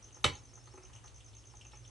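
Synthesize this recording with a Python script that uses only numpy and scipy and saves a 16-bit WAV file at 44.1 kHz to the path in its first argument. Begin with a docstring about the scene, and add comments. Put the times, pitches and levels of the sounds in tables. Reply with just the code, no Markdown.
"""A wet smack close to the microphone: a chameleon's tongue touches a hand-held plastic tub, lands
its full slap, and the tub rings. Soft bumps on the tub follow, and feeder insects scratch about
inside, their legs catching and slipping on the plastic. Farther off, two crickets chirp faintly,
wing scraping wing, over a low hum, rumble and hiss. Nearby walls answer briefly."""
import sys
import numpy as np
from scipy import signal
from scipy.fft import rfft, irfft, next_fast_len
from scipy.io import wavfile
from scipy.ndimage import map_coordinates

SR = 44100
rng = np.random.default_rng(int(sys.argv[2]) if len(sys.argv) > 2 else 0)


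def wav_record(signal):
    """Record a signal, one row per channel, as 16-bit PCM in the file named by sys.argv[1]."""
    frames = np.transpose(np.atleast_2d(signal))
    bounded = np.clip(frames, -1, 1)
    # unit amplitude maps onto the largest positive 16-bit level
    quanta = np.round(bounded * 32767).astype(np.int16)
    wavfile.write(sys.argv[1], SR, quanta)


N = 83790

# the plastic tub's modes: f/Hz, level/dB, t60/s, left over right/dB
TUB_MODES = [(95.8, 1, 0.16, -8.5), (142.8, -6, 0.21, -4), (287.3, -10.5, 0.23, 3), (369, -11, 0.19, -4),
             (501.5, -1.5, 0.085, -4), (587, -2.5, .13, -3), (837, -6.5, 0.097, -2),
             (1017, -13, 0.072, -31), (1233, -11, 0.1, 10), (1360, 0, 0.065, -2), (2260, -11, 0.083, 0),
             (2970, -3.5, .1, -11), (3790, -4.5, 0.12, 9), (7560, -14, 0.033, 2)]
# stereo width of splats and knocks on the tub: f/Hz, side over mid/dB
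TUB_WIDTH = [(100, -17), (500, -11), (1150, 1), (2200, -11.5), (4500, -21.5), (9500, -11.5)]
# stereo width of the background and the insects' crackle: f/Hz, side over mid/dB
AIR_WIDTH = [(60, -2), (340, -11), (1060, -1.5), (3300, -5), (10500, -2.5)]
ROOM_DB, CLICK_RISE_S = -4, 0.00033  # the walls' answer to the tub; attack of a sharp contact


def tongue():
    """Close up, the tip touches, slaps down and splats; the hardest contact rings the tub."""
    # the tongue's contacts: t/s, level/dB
    contacts = [(.2420, -6), (.2446, 0), (.2508, -9), (.2622, -16)]
    # modes of the struck patch of tub floor, quickly damped by the tongue: f/Hz, level/dB, t60/s
    patch_modes = [(1283, -18, 0.027), (3775, -7.5, 0.0053)]
    # spectrum of the splat: f/Hz, level/dB
    splat_spectrum = [(120, -3.5), (215, -17), (320, 1.5), (520, -4.5), (720, -8.5), (880, -3), (1250, -8),
                      (1750, -5), (2150, 1.5), (2700, -1.5), (3100, -5), (3850, -1.5), (4600, -5),
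                      (5300, -17.5), (6300, -5.5), (6950, -33), (7600, -6.5), (8200, -20), (10500, -18)]
    # spectrum of the bright, wet click of first touch: f/Hz, level/dB
    click_spectrum = [(1500, -7.5), (5500, -2), (10500, -15.5)]
    ring_db, splat_db, click_db, wet_t60_s = -28.5, -18.5, -26.5, 0.029
    touch_s = contacts[0][0]
    slap_s = max(contacts, key=lambda row: row[1])[0]
    ring = sum(amp(ring_db + db) * pan(balance) * mode(slap_s, hz, rise=0.0039, t60=t60)
               for hz, db, t60, balance in TUB_MODES)
    patch = sum(amp(db) * mode(slap_s, hz, rise=0.00028, t60=t60) for hz, db, t60 in patch_modes)
    splat_envelope = sum(amp(splat_db + db) * burst(s, CLICK_RISE_S, wet_t60_s) for s, db in contacts)
    splat = noise(splat_spectrum, TUB_WIDTH) * splat_envelope
    click = amp(click_db) * noise(click_spectrum, TUB_WIDTH) * burst(touch_s, CLICK_RISE_S, wet_t60_s)
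    return ring + patch + splat + click + amp(ROOM_DB) * room(splat + click)


def tub_bumps():
    """Each bump is a dull tap and a new mix of the tub's modes; a light rustle runs beneath."""
    # soft bumps on the tub: t/s, low ring level/dB, tap level/dB
    bumps = [(0.166, -51.5, -52), (0.348, -68, -48.5), (.532, -56, -56.5), (0.573, -76, -53.5),
             (.671, -60, -51), (0.737, -46, -52), (.774, -42, -49), (.802, -60, -63.5), (.836, -56.5, -56),
             (.897, -74, -55), (0.95, -84, -59), (1.04, -61.5, -50.5), (1.535, -58.5, -52),
             (1.651, -56.5, -57), (1.731, -54.5, -50.5)]
    # spectrum of the taps and the rustle: f/Hz, level/dB
    tap_spectrum = [(400, -12), (700, -8.5), (870, 0.5), (1020, -8.5), (1250, -2), (1550, -11), (1850, -7),
                    (3000, -23.5)]
    # soft rustle in the tub: t/s, level/dB
    rustle_levels = [(0, -71.5), (.6, -81.5), (.8, -74), (1.05, -71), (1.2, -80.5), (1.5, -83), (1.7, -76),
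                     (1.9, -74)]
    thud_hz, tap_hz, rise_s = 385.3, 974, 0.0018

    def reach(hz, thud_db, tap_db):
        """How hard a bump drives a mode: its thud reaches the low ones, its tap the middle ones."""
        low = amp(thud_db + 5.5) * bell(hz, thud_hz, octaves=0.24)
        middle = amp(tap_db + 4) * bell(hz, tap_hz, octaves=0.25)
        return low + middle

    rings = sum(amp(db + 2 * rng.standard_normal()) * reach(hz, thud_db, tap_db) * mode(s, hz, rise_s, t60)
                for s, thud_db, tap_db in bumps
                for hz, db, t60, _ in TUB_MODES if thud_hz / 2 < hz < 2 * tap_hz)
    rustle = amp(np.interp(clock(), *np.transpose(rustle_levels)) + 2.4 * wobble(66))
    taps = sum(amp(db - 1) * burst(s, rise_s, t60=0.039) for s, _, db in bumps)
    knocks = noise(tap_spectrum, TUB_WIDTH) * (rustle + taps)
    return rings + knocks + amp(ROOM_DB) * room(knocks)


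def insects():
    """Inside the tub, legs catch and slip on plastic: a few pitched scratches among faint ticks."""
    # leg scratches: t/s, level/dB, f/Hz, fine crackle level/dB
    scratches = [(0.046, -83, 3000, -60), (.352, -53.5, 3840, -54), (.671, -58, 4100, -67),
                 (.778, -61, 2350, -81), (.822, -59.5, 2360, -80.5), (.853, -59.5, 2690, -83),
                 (.931, -64, 3810, -53), (0.959, -63, 2960, -50), (1.075, -56, 3970, -56),
                 (1.203, -56, 3040, -58), (1.331, -56, 3760, -62), (1.611, -50, 2890, -52.5),
                 (1.651, -53.5, 2800, -79), (1.713, -59, 3670, -56.5), (1.733, -57, 2500, -80),
                 (1.849, -53, 3150, -67)]
    # spectrum of the crackle and ticks: f/Hz, level/dB
    crackle_spectrum = [(1200, -29), (3000, 11), (5000, -19), (8000, 2), (10500, -17.5)]
    steps_per_s, step_db = 25, -67
    stroke = lambda s: burst(s, rise=0.0027, t60=0.052)
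    scrape = lambda pitch: unit(filtered(rng.standard_normal(N), lambda hz: bell(hz, pitch, 0.18)))
    pitched = sum(amp(db) * stroke(s) * scrape(pitch) for s, db, pitch, _ in scratches)
    crackle = sum(amp(db) * stroke(s) for s, _, _, db in scratches)
    steps = (rng.random(N) < steps_per_s / SR) * amp(step_db + 3 * rng.standard_normal(N))
    ticks = signal.fftconvolve(steps, burst(0, CLICK_RISE_S, t60=0.03))[:N]
    legs = pitched + (crackle + ticks) * noise(crackle_spectrum, AIR_WIDTH)
    legs *= unit(amp(2.1 * wobble(500)))  # a fast flicker roughens the level
    return legs + amp(ROOM_DB) * room(legs)


def crickets():
    """The nearer cricket chirps in three wing strokes; the farther is lower, slower and blurred."""
    # the nearer cricket's chirps: t/s of the main stroke, level/dB
    chirps = [(.046, 2), (0.147, 1), (0.252, 0), (.354, 3), (.456, -4), (.557, 0.5), (0.659, -4),
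              (0.758, -4.5), (0.853, -1), (0.954, -2), (1.061, 0), (1.163, -2), (1.265, -2.5), (1.369, 0),
              (1.474, -2), (1.572, -1), (1.669, -0.5), (1.774, -1.5), (1.879, -2)]
    # wing strokes of one chirp: t/s from the main one, level/dB, half-length/s
    wing_strokes = [(-.017, -6, 0.0027), (0, -1, 0.0021), (0.013, -13, 0.0046)]
    near_hz, near_db = 6226, -50
    far_hz, far_db, far_period_s = 5450, -68, 0.1125
    t = clock()
    swell = lambda s, half: np.exp(-.5 * ((t - s) / half) ** 2)
    near_chirps = sum(amp(db + stroke_db) * swell(s + lag, half)
                      for s, db in chirps for lag, stroke_db, half in wing_strokes)
    far_chirps = sum(swell(s, half=0.012) for s in np.arange(0.046, t[-1], far_period_s))
    near = amp(near_db) * near_chirps * rasp(near_hz)
    far = amp(far_db) * far_chirps * rasp(far_hz)
    return near + far + amp(-1) * room(near + far)


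def rasp(hz, spread_hz=180):
    """A tone of rms 1 whose pitch jitters as one wing scrapes the other."""
    pitch = hz + spread_hz * wobble(800)
    return unit(np.sin(2 * np.pi * np.cumsum(pitch) / SR))


def background():
    """Room tone: steady soft hiss, a low rumble and a wavering hum to the microphone's right."""
    # spectrum of the hiss: f/Hz, level/dB
    hiss_spectrum = [(25, -9.5), (55, 8), (100, -3), (190, -8.5), (290, -6), (370, -8.5), (450, -8.5),
                     (700, -13.5), (860, -13.5), (1000, -14), (1600, -20), (2900, -18), (4800, -21.5),
                     (7000, -20), (10500, -24.5)]
    # spectrum of the rumble: f/Hz, level/dB
    rumble_spectrum = [(25, -17), (45, -27), (60, 20.5), (80, -4), (110, 19.5), (170, -43)]
    # the hum's rise and fall: t/s, level/dB
    hum_levels = [(0, -66.5), (.55, -64), (0.851, -67), (1.2, -65.5), (1.36, -80), (1.55, -69.5),
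                  (1.852, -61)]
    hum_hz, hiss_db, rumble_db = 121, -60.5, -59.5
    hum_db = np.interp(clock(), *np.transpose(hum_levels)) + 2 * wobble(11.68)
    hum = amp(hum_db) * unit(np.sin(2 * np.pi * hum_hz * clock() + 0.53 * wobble(7.8)))
    hiss = amp(hiss_db) * noise(hiss_spectrum, AIR_WIDTH)
    rumble = amp(rumble_db) * noise(rumble_spectrum, AIR_WIDTH)
    return hiss + rumble + pan(-5.5) * hum


def room(x, delay_s=0.005):
    """The short answer of nearby walls; each frequency dies at its own speed."""
    # the room's decay: f/Hz, t60/s
    decay_times = [(100, 0.48), (700, 0.27), (2500, 0.22), (9000, 0.17)]
    # stereo width of the reflections: f/Hz, side over mid/dB
    room_width = [(100, -20), (1100, -24), (3500, -15), (10000, -10.5)]
    white = noise([(20, 0), (20000, 0)], room_width)[:, :SR // 2]
    hz, t, bands = signal.stft(white, SR, nperseg=256)
    decay = np.exp(-np.log(1000) * t / along(decay_times, hz)[:, None])
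    tail = signal.istft(bands * decay, SR, nperseg=256)[1]
    tail = np.pad(tail / np.linalg.norm(tail[0]), ((0, 0), (int(delay_s * SR), 0)))
    return signal.fftconvolve(np.atleast_2d(x), tail, axes=1)[:, :N]


def amp(db):
    """Decibels to gain."""
    return 10 ** (np.asarray(db) / 20)


def unit(x):
    """Scale to rms 1."""
    return x / np.sqrt(np.mean(x ** 2) + 1e-20)


def along(points, hz):
    """Interpolate (f/Hz, value) points on a log frequency axis."""
    f, v = np.transpose(points)
    return np.interp(np.log(hz + 1), np.log(f + 1), v)


def bell(hz, centre_hz, octaves):
    """A smooth peak around one frequency."""
    return np.exp(-.5 * (np.log2((hz + 1) / centre_hz) / octaves) ** 2)


def clock():
    """The time of every sample in seconds."""
    return np.arange(N) / SR


def wobble(rate):
    """A smooth random curve, rate knots a second."""
    return map_coordinates(rng.standard_normal(int(N * rate / SR) + 4), [clock() * rate])


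def filtered(x, response):
    """Filter x by a gain given as a function of frequency."""
    size = next_fast_len(N + SR // 2)
    return irfft(rfft(x, size) * response(np.fft.rfftfreq(size, 1 / SR)), size)[..., :N]


def noise(spectrum, width):
    """Coloured stereo noise of rms 1."""
    mid, side = filtered(rng.standard_normal((2, N)), lambda hz: amp(along(spectrum, hz)))
    side = filtered(side, lambda hz: amp(along(width, hz)))
    return unit(np.array([mid + side, mid - side]))


def pan(db):
    """Channel gains that put left db above right."""
    return amp(np.array([[db], [-db]]) / 2)


def burst(s, rise, t60):
    """An envelope that rises at time s and dies away."""
    t = np.maximum(clock() - s, 0)
    return (1 - np.exp(-t / rise)) * np.exp(-np.log(1000) * t / t60)


def mode(s, hz, rise, t60):
    """One damped vibration set off at time s."""
    return burst(s, rise, t60) * np.sin(2 * np.pi * hz * (clock() - s))


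def scene():
    """Everything at the microphone: the tub and its insects close by, the crickets farther off."""
    return tongue() + tub_bumps() + insects() + crickets() + background()


def record(dry):
    """The recorder thins the deepest bass and keeps nothing above its band limit."""
    low_cut_hz, top_hz = 30, 10600
    thinned = signal.sosfilt(signal.butter(2, low_cut_hz, 'high', fs=SR, output='sos'), dry)
    return filtered(thinned, lambda hz: hz < top_hz)


dry = scene()
out = record(dry)
wav_record(out)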